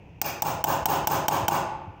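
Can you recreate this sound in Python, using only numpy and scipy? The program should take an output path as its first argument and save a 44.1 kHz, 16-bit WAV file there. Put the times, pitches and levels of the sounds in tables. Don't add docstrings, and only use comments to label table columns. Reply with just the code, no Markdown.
import sys
import numpy as np
from scipy import signal
from scipy.fft import rfft, irfft
from scipy.io import wavfile
from scipy.ndimage import uniform_filter1d, minimum_filter1d

SR = 44100
rng = np.random.default_rng(int(sys.argv[2]) if len(sys.argv) > 2 else 0)


def persist_wave(psi):
    counts = np.round(np.clip(psi, -1, 1) * 32767).astype(np.int16)
    wavfile.write(sys.argv[1], SR, np.atleast_2d(counts).T)


N = 88200

# frequency in Hz, relative density in dB.
ROOM_TONE_SPECTRUM = [(18, -31.5), (30, 3.5), (106, 1.5), (194, -6), (239, -18.5), (287, -7.5), (394, -19),
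                      (437, -13), (600, -20), (937, -17.5), (1160, -33), (1760, -32.5), (2610, -21.5),
                      (3870, -48), (6210, -45.5), (8520, -60.5), (16000, -59.5)]
# start in seconds, strength in dB, then trims in dB for the clonk, the
# sheet's overtones, the steel modes and the punch's ping, and the ping's tilt in dB per kHz.
HAMMER_TAPS = [(0.2152, -5.5, -5.5, -4, 2.5, -0.5, -17), (0.4209, -4, 0, -5.5, 2, 2, 15.5),
               (0.6404, -1.5, 2, 2, 2, 6, 4), (0.856, 0, 1, -1.5, -1.5, 4.5, 3),
               (1.0715, -0.5, 0.5, -1.5, 0.5, 0.5, -8), (1.2821, -2, 1.5, 3, 3, -1.5, -5),
               (1.4813, -2, 1, 4.5, 0, -0.5, 7)]
# frequency in Hz, relative density in dB.
CRACK_SPECTRUM = [(40, -31.5), (90, 10), (150, 8), (260, 5), (480, 4), (1000, 7), (1900, -5.5),
                  (2800, -1.5), (4200, -7), (6200, -1), (8200, -2.5), (10800, -12.5), (13000, -3),
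                  (16000, -7.5)]
# frequency in Hz, level in dB, t60 in seconds.
CLANK_MODES = [(2330, -24, .008), (4960, -24, .006), (5450, -23, .005), (6250, -24, .005)]
# frequency in Hz, level in dB, decay time in seconds.
PING_MODES = [(14670, -10, 0.0018), (15360, -11, 0.00073), (15730, -12.5, 0.00083)]
# frequency in Hz, level in dB, t60 in seconds.
STEEL_MODES = [(2238, -25.5, 0.045), (5710, -13, 0.037), (5890, -20.5, 0.022), (6440, -28, .03),
               (7030, -22, .03), (7350, -19.5, 0.023), (7960, -26.5, .03), (7940, -30, .03)]
# frequency in Hz, level in dB, t60 in seconds.
SHEET_OVERTONES = [(152, -34.5, 0.04), (334, -22, 0.048), (698, -21.5, 0.071), (1020, -34.5, 0.014),
                   (1489, -14, 0.026), (1596, -36, 0.047), (2710, -27.5, .04), (3081, -18, 0.044),
                   (3670, -33.5, .04)]
# frequency in Hz, level in dB.
ROOM_RING_MODES = [(150, -33), (347, -36), (535, -44), (650, -33.5), (686, -40.5), (808, -33), (836, -32),
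                   (906, -31.5), (954, -31), (1043, -35.5), (1176, -38.5)]
# delay in seconds, level in dB, low and high band edge in Hz.
ROOM_ECHOES = [(.0118, -15, 500, 1300), (.0205, -12, 500, 1300), (.0145, -20, 3000, 9500),
               (.029, -16, 4500, 9500), (.046, -18, 13000, 16500)]
# band frequency in Hz, level in dB, t60 in seconds.
ROOM_TAIL_BANDS = [(60, 0, 1), (150, 3.5, 0.58), (244, 1, 1), (343, 6.5, 1), (446, 3, 0.75),
                   (556, 7.5, 0.79), (753, -3.5, 1), (879, -2.5, 0.9), (1073, 3.5, .85), (1370, 5.5, 0.88),
                   (1950, 0.5, 0.79), (3090, 0, 0.74), (3650, -3, .66), (5340, -3, 0.51),
                   (6640, -3.5, 0.42), (7880, -8, 0.4), (10400, -10, 0.27), (15200, -13, 0.23)]
# start in seconds, level in dB, pitch in Hz.
HANDLING_THUDS = [(0.545, -27.5, 97), (0.814, -23.5, 64.7), (1.03, -29, 66.3), (1.427, -21.5, 98),
                  (1.874, -30, 105.7)]


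def undb(db):
    return 10 ** (np.asarray(db) / 20)


def along(hz, points, values):
    return np.interp(np.log(np.maximum(hz, 1)), np.log(points), values)


def burst(t, rise_s, decay_s):
    rise = np.sin(np.pi / 2 * np.clip(t / rise_s, 0, 1)) ** 2
    return rise * np.exp(-np.maximum(t - rise_s, 0) / decay_s)


def add(out, start_s, x):
    i = int(round(start_s * SR))
    out[i:i + len(x)] += x[:N - i]


def room_tone():
    points, db = np.array(ROOM_TONE_SPECTRUM).T
    hz = np.fft.rfftfreq(N, 1 / SR)
    phases = np.exp(2j * np.pi * rng.random(len(hz)))
    rumble = irfft(undb(along(hz, points, db)) * phases, N)
    return rumble / rumble.std()


def contact_crack(t, grain, clonk_db):
    body_hz = 1400
    points, db = np.array(CRACK_SPECTRUM).T
    hz = np.fft.rfftfreq(len(grain), 1 / SR)
    colour = undb(along(hz, points, db))
    colour /= np.sqrt(np.mean(colour ** 2))
    colour *= undb(clonk_db / 2 / (1 + (hz / body_hz) ** 2))
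    grit = burst(t[:len(grain)], rise_s=0.0009, decay_s=0.0051) * grain
    phases = np.exp(1j * np.angle(rfft(grit)))
    crack = irfft(colour * phases)[:len(grain) // 2]
    return undb(10) * np.pad(crack, (0, len(t) - len(crack)))


def sheet_clonk(t, clonk_db):
    end_hz, fall_s, swell_s, damp_s = 757, 0.004, 0.00964, 0.00082
    glide_hz = 377.5 * undb(0.56 * clonk_db)
    hz = end_hz + glide_hz * np.exp(-t / fall_s)
    swell = np.sqrt(np.minimum(t / swell_s, 1))
    damping = np.exp(-np.maximum(t - swell_s, 0) / damp_s)
    return undb(clonk_db - 7.5) * swell * damping * np.sin(2 * np.pi * np.cumsum(hz) / SR)


def choked_ring(t, modes):
    rise_s, free_s, choke_s = 0.00038, 0.0077, 0.0017
    choke = np.minimum(t / rise_s, 1) * np.exp(-np.maximum(t - free_s, 0) / choke_s)
    tones = np.zeros(len(t))
    for k, (hz, db, t60) in enumerate(modes):
        detune_hz = rng.standard_normal() / t60
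        tones += (-1) ** k * undb(db - 60 * t / t60) * np.sin(2 * np.pi * (hz + detune_hz) * t)
    return choke * tones


def punch_ping(t, tilt_db_per_khz):
    rise_s = 0.0012
    centre_hz = np.mean([hz for hz, _, _ in PING_MODES])
    ping = np.zeros(len(t))
    for hz, db, decay_s in PING_MODES:
        gain = undb(db + tilt_db_per_khz * (hz - centre_hz) / 1000)
        ping += gain * burst(t, rise_s, decay_s) * np.cos(2 * np.pi * hz * (t - rise_s))
    return ping


def hammer_taps():
    t = np.arange(SR) / SR
    knock, clink = np.zeros(N), np.zeros(N)
    shared_grain = rng.standard_normal(4096)
    for start, db, clonk_db, overtone_db, steel_db, ping_db, tilt in HAMMER_TAPS:
        grain = np.sqrt(0.5) * (shared_grain + rng.standard_normal(4096))
        crack = contact_crack(t, grain, clonk_db)
        clonk = sheet_clonk(t, clonk_db)
        clank = undb(-2.8 * clonk_db) * choked_ring(t, CLANK_MODES)
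        ping = undb(ping_db) * punch_ping(t, tilt)
        steel = undb(steel_db) * choked_ring(t, STEEL_MODES)
        overtones = undb(overtone_db) * choked_ring(t, SHEET_OVERTONES)
        add(knock, start, undb(db) * (crack + clonk + clank + ping))
        add(clink, start, undb(db) * (steel + overtones))
    return knock, clink


def after_ring():
    rise_s, room_t60_s, shank_t60_s, shank_hz = 0.019, 0.75, 0.33, 12062
    t, out = np.arange(SR) / SR, np.zeros(N)
    room = sum(undb(db) * np.sin(2 * np.pi * (hz * t + rng.random())) for hz, db in ROOM_RING_MODES)
    room *= burst(t, rise_s, room_t60_s / np.log(1000))
    shank = undb(-44) * np.sin(2 * np.pi * shank_hz * t)
    shank *= burst(t, rise_s, shank_t60_s / np.log(1000))
    for start, db, clonk_db, *_ in HAMMER_TAPS:
        add(out, start, undb(db + clonk_db) * (room + shank))
    return out


def even_out(tail):
    spectrum = rfft(tail, 2 * len(tail))
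    power = np.abs(spectrum) ** 2 + 1e-12
    ripple = power / (np.abs(uniform_filter1d(power, size=120)) + 1e-12)
    return irfft(spectrum / ripple ** 0.4)[:len(tail)]


def room_reverb(x):
    predelay_s, build_s, plateau_s, early_gain = 0.019, 0.014, 0.056, undb(-13.5)
    t, hz = np.arange(SR) / SR, np.fft.rfftfreq(SR, 1 / SR)
    points, db, t60 = np.array(ROOM_TAIL_BANDS).T
    early = early_gain * np.minimum(t / predelay_s, 1)
    late = (1 - early_gain) * np.clip((t - predelay_s) / build_s, 0, 1)
    fading_s = np.maximum(t - predelay_s - plateau_s, 0)
    slowest_fade = undb(-60 * fading_s / t60.max())
    diffuse = rfft(even_out(rng.standard_normal(SR) * (early + late) * slowest_fade))
    response = np.zeros(SR)
    for k, share in enumerate(np.eye(len(points))):
        band = along(hz, points, share)
        extra_fade = undb(-60 * fading_s / t60[k]) / slowest_fade
        tail = irfft(diffuse * band, SR) * extra_fade * (1 - t ** 2)
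        response += undb(db[k]) * tail * np.sqrt(np.mean(band ** 2) / np.sum(tail ** 2))
    for delay_s, echo_db, low_hz, high_hz in ROOM_ECHOES:
        band_pass = signal.butter(2, [low_hz, high_hz], "band", fs=SR, output="sos")
        response += undb(echo_db) * signal.sosfilt(band_pass, signal.unit_impulse(SR, int(delay_s * SR)))
    return signal.fftconvolve(x, response)[:N]


def handling_thuds():
    t, out = np.arange(SR // 4) / SR, np.zeros(N)
    envelope = burst(t, rise_s=0.0069, decay_s=0.0078)
    for start, db, hz in HANDLING_THUDS:
        add(out, start, undb(db) * envelope * np.sin(2 * np.pi * hz * t))
    return out


def limiter(x):
    threshold_db, ratio, release_db_per_s = -20, 2.97, 207
    ahead, hold, attack = int(0.022 * SR), int(0.0025 * SR), int(0.017 * SR)
    level_db = 10 * np.log10(np.abs(uniform_filter1d(x ** 2, size=88)) + 1e-12)
    cut_db = np.maximum(level_db - threshold_db, 0) * (1 - 1 / ratio)
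    span = ahead + hold
    gain_db = minimum_filter1d(-cut_db, span, origin=hold - span // 2)
    recovery_db = release_db_per_s * np.arange(N) / SR
    gain_db = np.minimum.accumulate(gain_db - recovery_db) + recovery_db
    smooth_db = signal.fftconvolve(gain_db, np.ones(attack) / attack)[:N]
    return x * undb(smooth_db)


def scene():
    knock, clink = hammer_taps()
    reverb = room_reverb(knock + undb(-11) * clink)
    return (knock + clink + reverb + after_ring() + handling_thuds() + undb(-45) * room_tone())[None]


def record(dry):
    low_cut_hz, top_cut_hz = 63, 15750
    low_cut = signal.butter(3, low_cut_hz, "high", fs=SR, output="sos")
    top_cut = signal.ellip(8, 0.2, 80, top_cut_hz, fs=SR, output="sos")
    limited = limiter(signal.sosfilt(low_cut, dry[0]))
    return signal.sosfilt(top_cut, limited)[None]


dry = scene()
out = record(dry)
persist_wave(out)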